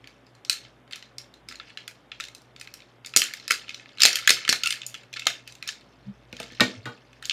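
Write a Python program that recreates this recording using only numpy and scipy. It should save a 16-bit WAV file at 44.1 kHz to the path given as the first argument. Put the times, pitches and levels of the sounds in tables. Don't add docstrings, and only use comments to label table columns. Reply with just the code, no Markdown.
import sys
import numpy as np
from scipy import signal
from scipy.fft import rfft, irfft, next_fast_len
from scipy.io import wavfile

SR = 44100
rng = np.random.default_rng(int(sys.argv[2]) if len(sys.argv) > 2 else 0)


def unload_wav(signal):
    wavfile.write(
        sys.argv[1],
        SR,
        np.round(np.clip(np.atleast_2d(signal).T, -1, 1) * 32767).astype(np.int16),
    )


N = 322812

# start_s, nominal_peak_db, touched_part_hz,
# fall_above_db_per_octave, fall_below_db_per_octave
SNAPS = [(0.042, -34.5, 2400, 17, 27), (0.073, -32, 2290, 7.9, 27), (0.266, -45, 5000, 18, 12),
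         (0.3506, -45, 4140, 6.8, 20), (0.449, -28, 4330, 14, 17), (0.4968, -3.5, 4330, 5.7, 13),
         (0.5282, -23, 6500, 9, 12), (0.5844, -36, 3450, 13, 16), (0.649, -35.5, 3860, 27, 13),
         (0.8769, -45, 2250, 9.4, 9), (0.9098, -33.5, 3730, 9, 7.4), (0.924, -28, 2530, 4.4, 12),
         (0.932, -20, 3660, 22, 16), (0.958, -28, 4140, 6.1, 9), (0.978, -41, 2040, 8.2, 9),
         (1.0252, -30.5, 4150, 18, 6.2), (1.1828, -21.5, 5580, 11.4, 15), (1.3394, -36.5, 4100, 11, 11),
         (1.4869, -24.5, 5200, 10.7, 8.2), (1.5116, -31, 1830, 6.7, 9), (1.5232, -29, 2080, 6.4, 12),
         (1.556, -30, 4200, 12, 18), (1.5987, -24, 3500, 24, 4.1), (1.682, -49, 3620, 11, 9),
         (1.702, -35, 3500, 21, 7.3), (1.7731, -21, 3270, 15, 9), (1.8781, -22.5, 2470, 3, 11),
         (2.1167, -23, 3350, 24, 11), (2.1998, -20, 1840, 5.2, 9), (2.206, -19, 3700, 13, 11),
         (2.2381, -25.5, 3650, 11, 14), (2.2514, -30.5, 3630, 9, 17), (2.2842, -31.5, 4240, 9, 6.1),
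         (2.3488, -30.5, 4050, 3.6, 17), (2.418, -45.5, 5700, 6.2, 14), (2.5624, -32.5, 3700, 14, 10),
         (2.598, -34, 5200, 9, 14), (2.612, -25, 2520, 3.7, 13), (2.6734, -29, 2570, 11.6, 11),
         (2.7393, -27.5, 5620, 3, 6.7), (2.803, -37, 3900, 23, 18), (2.82, -38.5, 3630, 22, 12),
         (3.047, -27.5, 2460, 12, 25), (3.0607, -25, 6900, 9, 9), (3.0692, -28, 5040, 9, 7.5),
         (3.1373, -22, 2620, 13, 17), (3.1627, 2.5, 6930, 3.2, 7.2), (3.171, 0, 5760, 3, 12.4),
         (3.2178, -5, 3160, 7.8, 14), (3.2384, -16.5, 7260, 6.7, 12), (3.3365, -19, 2120, 3, 10),
         (3.3982, -30.5, 4180, 21, 14), (3.479, -17, 5100, 8.2, 6.8), (3.5017, -19, 1500, 6.6, 9),
         (3.5069, -2.5, 1330, 3, 9), (3.5179, -9.5, 4960, 9, 14), (3.6813, -29, 3100, 17, 9),
         (3.6925, -20.5, 3660, 17.4, 14), (3.7044, -28.5, 3500, 14, 5.2), (3.7444, -22, 3900, 16.6, 18),
         (3.7965, -32.5, 3500, 21, 6.3), (3.8575, -34.5, 2820, 18, 3.6), (3.8908, -38, 3520, 18, 9),
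         (3.9734, -33.5, 2920, 12, 11), (3.9836, -25, 3080, 15, 17), (3.9964, -26, 1570, 4.4, 7.7),
         (4.0041, -10, 3900, 9, 9), (4.0191, 1, 4780, 12, 16), (4.0333, 3.5, 5220, 12, 9.3),
         (4.0523, 3.5, 3290, 3.5, 9), (4.058, 0.5, 4510, 8.2, 17), (4.0705, -13, 4380, 9, 9),
         (4.13, -12.5, 5660, 14, 9), (4.156, -7.5, 3200, 3, 16), (4.1689, -17.5, 3080, 3, 10),
         (4.2748, 1.5, 2060, 4.7, 5), (4.2931, 1, 3740, 5.9, 5.9), (4.3046, 1, 5350, 6.3, 6),
         (4.3204, -15, 3330, 7.7, 9), (4.4498, -18, 3150, 15, 7.6), (4.478, -11, 1840, 7.2, 9),
         (4.4908, -3.5, 3520, 4.4, 4.6), (4.4952, -2.5, 5550, 14, 21), (4.5263, -5, 4360, 5.3, 3),
         (4.6349, -8.5, 3630, 11.6, 21), (4.6587, -12, 2750, 4.3, 24), (4.6721, -10.5, 2840, 3, 24),
         (4.7059, -10.5, 2770, 3, 17), (4.7245, -13, 3200, 6.9, 15), (4.817, -22, 3630, 26, 26),
         (4.832, -27.5, 3240, 17, 13), (4.8648, -18.5, 6950, 7.3, 27), (4.9425, -23.5, 3340, 9, 7.4),
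         (4.9497, -25, 3160, 14, 14), (5.0335, -39, 2350, 8.4, 12), (5.129, -27.5, 3400, 8, 14),
         (5.1375, -22, 3600, 17, 24), (5.1693, -23, 3700, 27, 19), (5.1948, -19.5, 3640, 11.3, 14),
         (5.22, -23.5, 3120, 22, 16), (5.255, -26.5, 3800, 14, 12), (5.2685, -2, 3700, 9, 6.7),
         (5.2784, -31, 3450, 9, 9), (5.3, -38, 5170, 9, 9), (5.4758, -28, 2630, 4.6, 26),
         (5.5224, -34, 3930, 5.5, 16), (5.552, -35.5, 3820, 6.4, 13), (5.6255, -21, 2430, 9.5, 24),
         (5.676, -20, 5360, 6.7, 12), (5.689, -15.5, 3770, 15, 23), (5.8092, -44, 3700, 8.1, 9),
         (6.3271, -26, 2470, 10.2, 23), (6.3664, -29.5, 3720, 14, 19), (6.4003, -22, 3000, 3.6, 9),
         (6.4294, -27.5, 3870, 10, 8.2), (6.48, -41, 4110, 15, 9), (6.5206, -39, 3240, 7.2, 9.9),
         (6.549, -39.5, 4160, 10.4, 9), (6.5984, -12, 1470, 14, 9), (6.6056, -1.5, 3730, 11.4, 14),
         (6.8556, -23, 1320, 7.6, 10), (7.1299, -40.5, 2930, 9, 9), (7.225, -27, 1640, 3.9, 9),
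         (7.2542, -20, 3640, 3, 23), (7.2963, -9, 3560, 18.5, 27), (7.3091, -15.5, 3020, 14, 17)]
# pitch_hz, level_db, t60_s
FIGURE_MODES = [(1330, 0, .016), (1750, 0, .014), (2170, 0, .012), (2650, 0, .012), (3110, 0, .01),
                (3600, 0, .01), (4240, 0, .009), (4800, 0, .008), (5450, 0, .007), (6300, 0, .006),
                (7200, 0, .006), (8500, 0, .005), (10100, 0, .004), (12300, 0, .004), (14300, 0, .003)]


def from_db(db):
    return 10 ** (np.asarray(db) / 20)


def rms_one(x):
    return x / np.sqrt(np.mean(x ** 2) + 1e-20)


def at_hz(points, hz):
    points_hz, values = np.array(points).T
    return np.interp(np.log(hz), np.log(points_hz), values)


def convolve(a, b):
    size = next_fast_len(a.shape[-1] + b.shape[-1])
    return irfft(rfft(a, size) * rfft(b, size), size)[..., :a.shape[-1]]


def drift(rate_hz):
    r = np.exp(-2 * np.pi * rate_hz / SR)
    noise = rng.standard_normal(N + SR)
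    return rms_one(signal.lfilter([1], [1, -2 * r, r * r], noise)[SR:])


def strike(modes, colour_db, size, spread_db, detune):
    hz, level_db, t60_s = np.transpose(modes)
    chance = rng.standard_normal((len(colour_db), 2, len(hz)))
    t, out = np.arange(size) / SR, 0
    for k in range(len(hz)):
        gain = from_db(level_db[k] + colour_db[:, k] + spread_db * chance[:, 0, k])
        pitch_hz = hz[k] * (1 + detune * chance[:, 1, k])
        ring = np.sin(2 * np.pi * np.outer(pitch_hz, t)) * from_db(-60 * t / t60_s[k])
        out = out + gain[:, None] * ring
    return out


def place(times_s, sounds):
    out = np.zeros(N + sounds.shape[1])
    for start_s, sound in zip(times_s, sounds):
        at = round(start_s * SR)
        out[at:at + len(sound)] += sound
    return out[:N]


def clicks():
    # low_hz, high_hz
    part_bands = [(1300, 2300), (2300, 4200), (4200, 7200), (7200, 15000)]
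    crest_db, coloured = 10, .5
    start_s, peak_db, ring_hz, above_db, below_db = np.transpose(SNAPS)
    t = np.arange(1400) / SR
    head = SR // 250
    contact = rng.standard_normal((len(start_s), len(t))) * np.exp(-t / 0.002)
    own = np.sin(2 * np.pi * np.outer(ring_hz, t)) * from_db(-60 * t / .011)
    rings = strike(FIGURE_MODES, np.zeros((len(start_s), len(FIGURE_MODES))),
                   size=len(t), spread_db=3, detune=.04)
    crack = t == 0
    dull = signal.butter(1, 5000, fs=SR, output="sos")
    whole = signal.sosfilt(dull, convolve(rings + 5 * crack, contact)) + 7 * own
    plain = signal.sosfilt(dull, crack + .06 * own)
    straight = around = 0
    for low_hz, high_hz in part_bands:
        octaves_up = np.log2(np.sqrt(low_hz * high_hz) / ring_hz)
        fall_db = above_db * octaves_up.clip(0) + below_db * (-octaves_up).clip(0)
        band = signal.butter(4, [low_hz, high_hz], "band", fs=SR, output="sos")
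        part, smooth = signal.sosfilt(band, whole), signal.sosfilt(band, plain)
        part = part * (from_db(-fall_db) / part[:, :head].std(axis=1))[:, None]
        straight = straight + part
        same_energy = np.linalg.norm(part, axis=1) / np.linalg.norm(smooth, axis=1)
        around = around + smooth * same_energy[:, None]
    gain = (from_db(peak_db - crest_db) / straight[:, :head].std(axis=1))[:, None]
    return place(start_s, gain * straight), place(start_s, gain * (around + coloured * straight))


def shaking():
    level_db, t60_s, rise_s = -27, 0.28, 0.025
    start_s, peak_db = np.transpose(SNAPS)[:2]
    t = np.arange(SR) / SR
    shape = (1 - np.exp(-t / rise_s)) * from_db(-60 * t / t60_s)
    power = np.outer(from_db(peak_db + level_db), shape) ** 2
    return np.sqrt(place(start_s, power))


def rattle():
    # time_s, level_db
    grip_levels = [(0.0, -71), (1.55, -79.5), (1.71, -62.5), (1.91, -73), (3.12, -71), (3.22, -43),
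                   (3.34, -53.5), (3.83, -60), (4.03, -64.5), (4.18, -44), (4.71, -58.5), (4.95, -74.5),
                   (5.4, -68.5), (6.01, -68), (6.36, -68), (6.54, -53.5), (7.01, -64), (7.32, -74)]
    # middle_s, length_s, level_db
    scrape_swells = [(0.937, 0.066, -58), (1.515, 0.064, -48.5), (1.692, 0.036, -52.5), (4.023, 0.046, -29),
                     (4.813, 0.013, -62), (5.17, 0.019, -39), (5.5, 0.064, -57.5), (5.687, 0.037, -37.5),
                     (6.417, 0.055, -43), (7.253, 0.048, -43.5)]
    time_s, level_db = np.transpose(grip_levels)
    t = np.arange(N) / SR
    chance = rng.random(N)
    touches_per_s = 1300 * from_db(4 * drift(25))
    touch = chance < touches_per_s / SR
    size_db = 2.8 * np.minimum(rng.exponential(1, N), 4)
    sizes = touch * from_db(size_db) * rng.choice([-1, 1], N) + 1e-18
    dealt, out = rng.integers(0, len(FIGURE_MODES), N), 0
    for k, (hz, mode_db, t60_s) in enumerate(FIGURE_MODES):
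        r, w = from_db(-60 / (t60_s * SR)), 2 * np.pi * hz / SR
        ring = signal.lfilter([0, np.sin(w)], [1, -2 * r * np.cos(w), r * r], sizes * (dealt == k))
        out = out + from_db(mode_db) * ring
    light = signal.butter(3, [1500, 6000], "band", fs=SR, output="sos")
    out = signal.sosfilt(light, out)
    scrape = sum(from_db(db) * np.exp(-(2 * (t - middle_s) / length_s) ** 4)
                 for middle_s, length_s, db in scrape_swells)
    return (from_db(np.interp(t, time_s, level_db)) + scrape + shaking()) * rms_one(out)


def squeaks():
    # middle_s, length_s, pitch_hz, level_db, octave_level_db
    squeak_tones = [(4.649, 0.02, 1414, -32.5, -38), (4.669, 0.019, 1352, -31, -22)]
    t = np.arange(N) / SR
    waver_rad = 0.69 * drift(65)
    out = 0
    for middle_s, length_s, hz, level_db, octave_db in squeak_tones:
        phase = 2 * np.pi * hz * t + waver_rad
        tone = from_db(level_db) * np.sin(phase) + from_db(octave_db) * np.sin(2 * phase)
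        out = out + np.exp(-(2 * (t - middle_s) / length_s) ** 4) * tone
    return out


def thuds():
    # start_s, peak_db, pitch_hz, t60_cycles
    jolts = [(3.163, -17, 451, 1.3), (3.508, -28.5, 470, 5.9), (4.034, -37, 500, 9.7),
             (4.0524, -13.5, 666, 4.1), (4.293, -32.5, 600, 4.5), (4.304, -18.5, 507, 2.8),
             (4.492, -19.5, 270, 1.1), (4.526, -23, 720, 4.7), (5.267, -23.5, 690, 10.5)]
    start_s, peak_db, hz, t60_cycles = np.transpose(jolts)
    cycles = np.outer(hz, np.arange(2000) / SR)
    decay = from_db(-60 * cycles / t60_cycles[:, None])
    swing = np.sin(2 * np.pi * cycles) * (1 - np.exp(-6 * cycles)) * decay
    return place(start_s, swing * (from_db(peak_db) / np.abs(swing).max(axis=1))[:, None])


def knocks():
    # start_s, nominal_peak_db, loudest_ring_hz, fall_db_per_octave, contact_decay_s
    helmet_hits = [(6.33, -34.5, 340, 6.5, 0.0022), (6.402, -32, 604, 10, 0.0067),
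                   (6.44, -43, 570, 8, 0.003), (6.522, -41, 330, 4, 0.0021),
                   (6.599, -28.5, 876, 6, 0.00087), (6.606, -10, 2360, 5.5, 0.015),
                   (6.612, -16, 465, 12, 0.0054), (6.63, -30, 258, 17, .004), (6.859, -29, 1206, 8, 0.025)]
    # pitch_hz, level_db, t60_s
    shell_modes = [(120, 0, .1), (200, -2, .05), (258, 0, .09), (330, -2, .05), (480, 0, .045),
                   (630, 0, .035), (860, -2, .03), (1200, 0, .035), (1470, 0, .035), (1836, 0, .045),
                   (2330, 0, .04), (2810, -1, .035), (3268, -2, .035), (3784, 0, .04), (4150, 0, .035)]
    start_s, peak_db, ring_hz, fall_db, contact_s = np.transpose(helmet_hits)
    octaves_off = np.log2(np.transpose(shell_modes)[0] / ring_hz[:, None])
    rings = strike(shell_modes, -fall_db[:, None] * np.abs(octaves_off), size=6000, spread_db=2, detune=.015)
    decay = np.exp(-np.outer(1 / contact_s, np.arange(6000) / SR))
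    rings = convolve(rings, rng.standard_normal(rings.shape) * decay)
    rms_20ms = rings[:, :SR // 50].std(axis=1)
    return place(start_s, rings * (from_db(peak_db) / rms_20ms / 2)[:, None])


def bumps():
    # middle_s, peak_db, pitch_hz, length_s
    soft_bumps = [(6.094, -32.5, 200, 0.047), (6.085, -38.5, 129, 0.043), (6.63, -29, 120, 0.043),
                  (6.79, -40, 106, 0.042), (6.875, -37.5, 125, 0.048)]
    t = np.arange(N) / SR
    return sum(from_db(db) * np.exp(-(2 * (t - middle_s) / length_s) ** 2) * np.sin(2 * np.pi * hz * t)
               for middle_s, db, hz, length_s in soft_bumps)


def room(x):
    # band_hz, t60_s
    tail_t60 = [(150, 0.33), (500, 0.4), (1500, 0.15), (4000, 0.24), (8000, 0.21), (15000, 0.18)]
    # delay_s, level_db
    early_echoes = [(.0095, -36), (0.021, -30.5), (0.033, -21)]
    tail_db = -9.5
    t = np.arange(SR // 2) / SR
    edges_hz = 100 * 2 ** np.arange(0, 7.6, .5)
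    tail = 0
    for low_hz, high_hz in zip(edges_hz, edges_hz[1:]):
        half_octave = signal.butter(2, [low_hz, high_hz], "band", fs=SR, output="sos")
        band = signal.sosfilt(half_octave, rng.standard_normal(len(t)))
        tail = tail + band * from_db(-60 * t / at_hz(tail_t60, np.sqrt(low_hz * high_hz)))
    tail = tail * np.clip((t - .003) / 0.0013, 0, 1)
    answer = from_db(tail_db) * tail / np.sqrt(np.sum(tail ** 2))
    for delay_s, level_db in early_echoes:
        smear = rng.standard_normal(len(t)) * (t > delay_s) * np.exp(-np.abs(t - delay_s) / .0008)
        answer = answer + from_db(level_db) * smear / np.sqrt(np.sum(smear ** 2))
    return convolve(x, answer)


def background():
    # freq_hz, relative_density_db
    air_spectrum = [(24, -16), (40, -20.5), (85, -22), (118, 4), (147, -6.5), (256, -4), (790, -9),
                    (965, -12), (1210, -11.5), (3740, -22.5), (4130, -40.5), (6020, -36.5), (13000, -41.5),
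                    (16000, -59)]
    # freq_hz, rms_db, width_hz
    hum_lines = [(57.3, -67, 1.9), (121.96, -64.5, 1.9), (263, -73, 12), (575, -73.5, 11)]
    air_rms_db = -58
    hz = np.maximum(np.fft.rfftfreq(N, 1 / SR), 1)
    air = irfft(rfft(rng.standard_normal(N)) * from_db(at_hz(air_spectrum, hz)), N)
    out = from_db(air_rms_db) * rms_one(air)
    for line_hz, rms_db, width_hz in hum_lines:
        line = rfft(rng.standard_normal(N)) / (1 + (2 * (hz - line_hz) / width_hz) ** 2)
        out = out + from_db(rms_db) * rms_one(irfft(line, N))
    return out


def scene():
    straight, around = clicks()
    small_body = signal.butter(2, 140, "high", fs=SR, output="sos")
    hollow = signal.sosfilt(small_body, knocks() + thuds())
    rest = hollow + rattle() + squeaks()
    return (straight + rest + room(around + rest) + bumps() + background())[None]


def record(dry):
    bass_cut = signal.butter(2, 55, "high", fs=SR, output="sos")
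    top_cut = signal.cheby2(12, 50, 16900, fs=SR, output="sos")
    return signal.sosfilt(top_cut, signal.sosfilt(bass_cut, np.clip(dry, -1, 1)))


dry = scene()
out = record(dry)
unload_wav(out)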